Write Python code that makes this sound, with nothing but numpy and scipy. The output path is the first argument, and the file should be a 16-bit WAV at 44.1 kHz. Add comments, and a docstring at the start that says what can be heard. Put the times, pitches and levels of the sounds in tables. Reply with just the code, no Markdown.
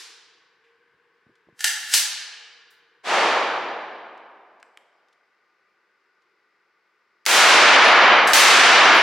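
"""A pistol in a booth of a concrete indoor range. Ventilation hums; the echo of a clatter dies away.
Hands scuff and bump the gun; the bolt is drawn and slams shut (1.9 s), ringing the steel receiver.
A shot booms from a far lane (3.0 s), the hum changes colour, the safety clicks off (4.6 s).
Two close shots (7.3, 8.3 s) drive a limiter so hard that their echo stays a level roar;
after each, spent brass tinkles on the floor."""
import sys
import numpy as np
from scipy import signal
from scipy.fft import rfft, irfft
from scipy.io import wavfile
from scipy.ndimage import uniform_filter1d, minimum_filter1d

SR = 44100
rng = np.random.default_rng(int(sys.argv[2]) if len(sys.argv) > 2 else 0)


def wav_record(signal):
    """Record a signal, one row per channel, as 16-bit PCM in the file named by sys.argv[1]."""
    frames = np.transpose(np.atleast_2d(signal))
    bounded = np.clip(frames, -1, 1)
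    # unit amplitude maps onto the largest positive 16-bit level
    quanta = np.round(bounded * 32767).astype(np.int16)
    wavfile.write(sys.argv[1], SR, quanta)


N = 397782
TIME = np.arange(N) / SR
TAIL = 3 * SR

# close shots: start_s, level_db, crack_re_echo_db, tilt_db_per_octave
SHOTS = [(7.2629, 19, 7.5, 0.0), (8.3335, 11.5, 5.5, 0)]


def from_db(db):
    """Decibels to gain."""
    return 10 ** (np.asarray(db) / 20)


def rms_one(x):
    """Scale to unit rms."""
    return x / np.sqrt(np.mean(x ** 2) + 1e-20)


def at_hz(points, hz):
    """Read a table on a log-frequency axis."""
    points_hz, values = np.transpose(points)
    return np.interp(np.log(hz + 1e-3), np.log(points_hz), values)


def fade(t60_s, size):
    """Exponential decay from 1."""
    return np.exp(-np.log(1000) * TIME[:size] / t60_s)


def add(out, start_s, x):
    """Mix x into out."""
    at = round(start_s * SR)
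    out[..., at:at + x.shape[-1]] += x[..., :N - at]


def diffuse_noise(spectrum, size, tilt_db_per_octave=0):
    """Coloured stereo noise of unit rms, nearly mono in the bass, wide in the treble."""
    # stereo width: freq_hz, side_re_mid_db
    width = [(150, -36), (350, -25.5), (700, -18.5), (1400, -14.5), (2800, -10.5), (5300, -7), (8400, -1),
             (12000, 0.5)]
    hz = np.fft.rfftfreq(size, 1 / SR)
    mid, side = rfft(rng.standard_normal((2, size)))
    stereo = mid + side * from_db(at_hz(width, hz)) * np.array([[1], [-1]])
    octaves = np.log2((hz + 1) / 1000)
    colour = from_db(at_hz(spectrum, hz) + tilt_db_per_octave * octaves)
    return rms_one(irfft(stereo * colour, size))


def resonate(x, modes):
    """Parallel two-pole resonances."""
    out = 0
    for pitch_hz, width_hz, gain_db in modes:
        radius = np.exp(-np.pi * width_hz / SR)
        poles = [1, -2 * radius * np.cos(2 * np.pi * pitch_hz / SR), radius ** 2]
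        ring = signal.lfilter([1, 0, -1], poles, x + 1e-18)
        out = out + from_db(gain_db) * (1 - radius ** 2) / 2 * ring
    return out


def reverberate(noise, stretch=1):
    """Noise dies away as in the range: air absorbs the treble first."""
    # reverberation time: freq_hz, t60_s
    decay = [(150, 2.06), (700, 2.16), (1400, 2.02), (2800, 1.657), (5000, 1.28), (8000, 0.83),
             (12000, 0.58), (16000, 0.4)]
    hz, bins = np.fft.rfftfreq(TAIL, 1 / SR), rfft(noise)
    edges_hz = np.linspace(0, np.sqrt(SR / 2), 22) ** 2
    out = 0
    for low, high in zip(edges_hz, edges_hz[1:]):
        band = irfft(bins * ((hz >= low) & (hz < high)), TAIL)
        out = out + band * fade(stretch * at_hz(decay, (low + high) / 2), TAIL)
    return out


def room_responses(booth_t60_s=0.33, build_s=0.011):
    """Quick booth reflections and the longer hall echo, each of unit energy."""
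    white = [(20, 0), (20000, 0)]
    build = 1 - np.exp(-TIME[:TAIL] / build_s)
    booth = diffuse_noise(white, TAIL) * fade(booth_t60_s, TAIL)
    hall = reverberate(diffuse_noise(white, TAIL), stretch=0.85)
    return [rms_one(response * build) / np.sqrt(TAIL) for response in (booth, hall)]


def in_room(x, room, booth_db, hall_db):
    """A near sound plus its reflections."""
    booth, hall = room
    response = from_db(booth_db) * booth + from_db(hall_db) * hall
    return x + signal.fftconvolve(x[None], response, axes=1)[:, :N]


def burst(level_db, t60_s, top_hz, low_hz=1200):
    """A touched part gives a noise burst, duller for heavier parts."""
    edges_hz = [low_hz, np.clip(top_hz, 1.2 * low_hz, 0.45 * SR)]
    band = signal.butter(2, edges_hz, "band", fs=SR, output="sos")
    noise = rms_one(signal.sosfilt(band, rng.standard_normal(SR)))
    return from_db(level_db) * fade(t60_s, SR) * noise


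def contact(t60_s):
    """Decaying micro-impacts with a flattened spectrum."""
    impacts = rng.standard_normal(SR) * fade(t60_s, SR)
    flat = irfft(np.exp(1j * np.angle(rfft(impacts))), SR)
    return rms_one(flat * fade(4 * t60_s, SR)) * np.sqrt(np.mean(impacts ** 2))


def ventilation(enter_s=(3.1, 3.6), outer_db=-65, inner_db=-67, waver_db=2.5, hiss_db=-91):
    """Air rushes through wavering duct resonances; the colour shifts as the microphone enters the booth."""
    # air noise outside and inside the booth: freq_hz, density_db
    outer_air = [(40, -49), (90, -26.5), (150, -18.5), (260, -20), (340, -11.5), (470, -5), (560, -22),
                 (680, -20.5), (1100, -7.5), (1350, -13.5), (1600, -6), (2300, -14), (3900, -26),
                 (9000, -46), (12000, -63.5)]
    inner_air = [(53, -61.5), (90, -30.5), (227, -19), (297, -20), (340, -8), (420, -8), (660, -16.5),
                 (1020, -10.5), (1190, -6.5), (1290, -11.5), (1470, -4), (1680, -12), (1960, -6),
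                 (3180, -22.5), (4950, -25), (9000, -45.5), (11700, -72.5), (19800, -120)]
    # duct resonances at each place: pitch_hz, width_hz, gain_db
    outer_ducts = [(472.4, 21, 3.5), (1510, 50, -1.5), (5000, 500, -0.5)]
    inner_ducts = [(1207, 35, 1.5), (1480, 80, -6.5), (5000, 500, -6.5)]
    knots_s = np.linspace(0, TIME[-1], 72)
    inside = np.interp(TIME, enter_s, [0, 1])
    places = [(outer_air, outer_ducts, outer_db, 1 - inside), (inner_air, inner_ducts, inner_db, inside)]
    out = 0
    for spectrum, ducts, level_db, share in places:
        air = diffuse_noise(spectrum, N)
        drone = 0
        for duct in ducts:
            waver = np.interp(TIME, knots_s, rng.standard_normal(len(knots_s)))
            drone = drone + resonate(air, [duct]) * from_db(waver_db * waver)
        out = out + from_db(level_db) * np.sqrt(share) * rms_one(air + drone)
    balance = from_db([[0.9], [-0.9]])
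    return out * balance + from_db(hiss_db) * rng.standard_normal((2, N))


def clatter_echo(level_db=-41):
    """The echo of a clatter, already dying away in the range."""
    # echo colour: freq_hz, density_db
    spectrum = [(150, -65), (250, -34), (336, -11.5), (468, -8.5), (547, -22), (1080, -5), (1220, -9.5),
                (1550, -3), (2360, -4), (4900, 0), (11100, -14.5), (14400, -33), (16000, -60)]
    out = np.zeros((2, N))
    add(out, 0, from_db(level_db) * reverberate(diffuse_noise(spectrum, TAIL), stretch=0.8))
    return out


def fingers():
    """A hand scuffs along the gun; fingers tick on grip and trigger."""
    # scuffs: start_s, level_db, t60_s, top_hz
    scuffs = [(.64, -64.5, .53, 2793), (2.705, -62, .2, 15020)]
    # ticks: start_s, level_db
    ticks = [(1.354, -64), (4.175, -60), (4.5995, -62), (5.084, -66), (5.1275, -62), (6.2205, -70)]
    out = np.zeros(N)
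    for start_s, level_db, t60_s, top_hz in scuffs:
        add(out, start_s, burst(level_db, t60_s, top_hz))
    for start_s, level_db in ticks:
        add(out, start_s, burst(level_db, t60_s=0.046, top_hz=5000))
    return out


def hand_bumps(ref_hz=175, ref_db=-55.5, db_per_octave=28, t60_cycles=14, attack_s=0.00304):
    """A hand meets the gun: a damped low knock, higher and shorter the harder it lands."""
    # bumps: start_s, level_db
    bumps = [(.935, -69), (1.264, -51), (1.291, -51), (1.468, -55), (1.486, -40), (1.520, -57.5),
             (1.823, -58.5), (1.883, -59)]
    attack = 1 - np.exp(-TIME[:SR] / attack_s)
    out = np.zeros(N)
    for start_s, level_db in bumps:
        pitch_hz = ref_hz * 2 ** ((level_db - ref_db) / db_per_octave)
        band = signal.butter(2, [pitch_hz / 1.7, pitch_hz * 1.7], "band", fs=SR, output="sos")
        knock = signal.sosfilt(band, contact(t60_cycles / pitch_hz) * attack)
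        add(out, start_s, from_db(level_db) * np.sqrt(SR / 2 / pitch_hz) * knock)
    return out


def bolt_scrape(slam_s, pulled_s=1.606, pull_db=-47, pull_db_per_s=749, run_db=-25, run_db_per_s=550):
    """The bolt scrapes on its spring: the hiss rises with the pull, holds, then swells up to the slam."""
    pull = from_db(pull_db - pull_db_per_s * np.maximum(pulled_s - TIME, 0))
    run = from_db(run_db - run_db_per_s * np.maximum(slam_s - TIME, 0))
    return (pull + run) * (TIME < slam_s) * rng.standard_normal(N)


def gun_action(slam_s=1.938, rebound_s=0.0095, hammer_lead_s=0.0095, body_db=5):
    """Steel slides and strikes on steel, ringing the receiver: catches, bolt and hammer."""
    # bolt unlatched, drawn, stopped; trigger reset: start_s, level_db, t60_s
    catches = [(1.5921, -42, .05), (1.606, -30, 0.043), (1.6422, -15.5, .05), (8.2729, -26.5, 0.11)]
    # receiver modes: pitch_hz, width_hz, gain_db
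    receiver = [(831, 85, 1), (1466, 70, 4), (1730, 130, 8), (2794, 90, -3.5), (3100, 96, -5.5),
                (3880, 65, -6), (4710, 170, -9.5), (5500, 60, -9.5), (6150, 75, -2), (7180, 130, -9.5),
                (7920, 82, -2.5), (9170, 160, -7), (11490, 120, -7)]
    # steel contact colour, small parts radiate no bass: freq_hz, gain_db
    steel = [(40, -76), (200, -49), (450, -24.5), (750, -11), (1100, -11), (1600, -1), (3000, 3.5),
             (5000, 6), (8000, 3), (11000, -1), (16000, -13.5)]
    # start_s, level_db, t60_s, ring_db
    blows = [(*catch, 6) for catch in catches]
    blows += [(slam_s, -11, 0.11, -16), (slam_s + rebound_s, -14.5, 0.04, -16)]
    blows += [(shot_s - hammer_lead_s, -37, 0.055, 0) for shot_s, *_ in SHOTS]
    surface = bolt_scrape(slam_s)
    drive = surface.copy()
    for start_s, level_db, t60_s, ring_db in blows:
        blow = from_db(level_db) * contact(t60_s)
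        add(surface, start_s, blow)
        add(drive, start_s, from_db(ring_db) * blow)
    body = from_db(body_db) * resonate(drive, receiver)
    colour = from_db(at_hz(steel, np.fft.rfftfreq(N, 1 / SR)))
    return irfft(colour * rfft(surface + body), N)


def far_shot(swell_power=2.06):
    """A shot in a far lane arrives only by reflection, so it swells slowly."""
    # two waves of reflections: start_s, level_db, swell_s
    arrivals = [(3.030, -10.5, 0.074), (3.16, -19.5, .06)]
    # far blast colour: freq_hz, density_db
    blast = [(30, -45), (90, -35.5), (170, -18.5), (330, -2.5), (800, 5.5), (1400, 2), (2500, -1.5),
             (4500, -8.5), (7000, -16), (10000, -24.5), (15000, -42.5)]
    out = np.zeros((2, N))
    for start_s, level_db, swell_s in arrivals:
        swell = (1 - np.exp(-TIME[:TAIL] / swell_s)) ** swell_power
        add(out, start_s, from_db(level_db) * swell * reverberate(diffuse_noise(blast, TAIL)))
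    return out


def safety():
    """The safety snaps over its detents, each a knock with a bright edge."""
    # detents: start_s, level_db, top_hz
    detents = [(4.6283, -36.5, 2280), (4.7731, -37.5, 2890)]
    out = np.zeros(N)
    for start_s, level_db, top_hz in detents:
        knock = burst(level_db, t60_s=0.014, top_hz=top_hz)
        edge = burst(level_db - 8.5, t60_s=0.008, top_hz=7600)
        add(out, start_s, knock + edge)
    return out


def close_shots(crack_t60_s=0.015, low_cut_hz=150):
    """Each muzzle crack fills the range with echo; a steep low cut thins the bass."""
    # colours of the crack and its echo: freq_hz, density_db
    crack_spectrum = [(60, -45), (300, -23), (900, -15), (2000, 8), (4500, 12), (7500, 1), (11000, -17),
                      (16000, -3)]
    echo_spectrum = [(30, -33), (90, -27), (170, -18.5), (330, -7.5), (700, 1.5), (1300, 4.5), (2300, 4),
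                     (4000, -0.5), (6000, -3), (9000, -7.5), (15000, -16.5)]
    out = np.zeros((2, N))
    for start_s, level_db, crack_db, tilt_db_per_octave in SHOTS:
        crack = from_db(crack_db) * diffuse_noise(crack_spectrum, TAIL) * fade(crack_t60_s, TAIL)
        echo = reverberate(diffuse_noise(echo_spectrum, TAIL, tilt_db_per_octave))
        add(out, start_s, from_db(level_db) * (crack + echo))
    return signal.sosfilt(signal.butter(4, low_cut_hz, "high", fs=SR, output="sos"), out)


def spent_cases(spread_hz=1000, floor_db=-16):
    """Brass cases ping and skitter on concrete; how they land picks the loudest mode."""
    # landings: start_s, level_db, struck_hz
    landings = [(7.836, -38, 10900), (8.949, -44, 14200), (8.961, -44.5, 9600)]
    # case modes: pitch_hz, width_hz, t60_s
    brass = [(9600, 500, 0.27), (10700, 180, 0.34), (14100, 400, 0.087), (15300, 600, .1)]
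    out = np.zeros(N)
    for start_s, level_db, struck_hz in landings:
        for pitch_hz, width_hz, t60_s in brass:
            nearness = np.exp(-((pitch_hz - struck_hz) / spread_hz) ** 2)
            share = max(nearness, from_db(floor_db))
            mode = [(pitch_hz, width_hz, 0)]
            ring = rms_one(resonate(resonate(rng.standard_normal(SR), mode), mode))
            add(out, start_s, from_db(level_db) * share * fade(t60_s, SR) * ring)
    return out


def limiter(x, ceiling_db=-10.5, release_db_per_s=160, jump_limit_db=44, duck_ratio=0.19, recover_s=0.063):
    """Holds the level at a ceiling; a huge jump out of quiet briefly ducks the gain further."""
    power = uniform_filter1d(np.mean(x ** 2, axis=0), size=400)
    level_db = 10 * np.log10(np.abs(power) + 1e-14)
    release_db = release_db_per_s * TIME
    held_db = np.maximum.accumulate(level_db + release_db) - release_db
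    excess_db = np.maximum(held_db - ceiling_db, 0)
    jump_db = held_db - np.interp(TIME - 0.02, TIME, held_db)
    overshoot_db = duck_ratio * np.maximum(jump_db - jump_limit_db, 0) * (excess_db > 0)
    recovery = TIME / recover_s
    duck_db = np.exp(np.maximum.accumulate(np.log(overshoot_db + 1e-9) + recovery) - recovery)
    gain = from_db(-uniform_filter1d(excess_db + duck_db, size=45))
    # lag shortens the look-ahead, so the gain drops just before each crack
    return x * np.interp(TIME - 0.0035, TIME, gain)


def scene():
    """The gun and its small parts in the booth, the shots, the range behind."""
    room = room_responses()
    gun = in_room(gun_action(), room, booth_db=1, hall_db=-2)
    clicks = in_room(fingers() + safety(), room, booth_db=-12, hall_db=-12.5)
    brass = in_room(spent_cases(), room, booth_db=-0.5, hall_db=-20)
    return gun + clicks + brass + hand_bumps() + close_shots() + far_shot() + clatter_echo() + ventilation()


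def record(dry, knee=0.7, dip_power=0.45, clip_level=0.86, cutoff_hz=16200):
    """Limiter, a smooth gain dip on the peaks that pass it, clipping, low-pass."""
    limited = limiter(dry)
    allowed = knee / np.maximum(np.abs(limited).max(axis=0), knee)
    dip = minimum_filter1d(allowed, size=81)
    smooth_dip = uniform_filter1d(uniform_filter1d(dip, size=41), size=41)
    clipped = np.clip(limited * smooth_dip ** dip_power, -clip_level, clip_level)
    return signal.sosfilt(signal.ellip(10, 0.1, 80, cutoff_hz, fs=SR, output="sos"), clipped)


dry = scene()
out = record(dry)
wav_record(out)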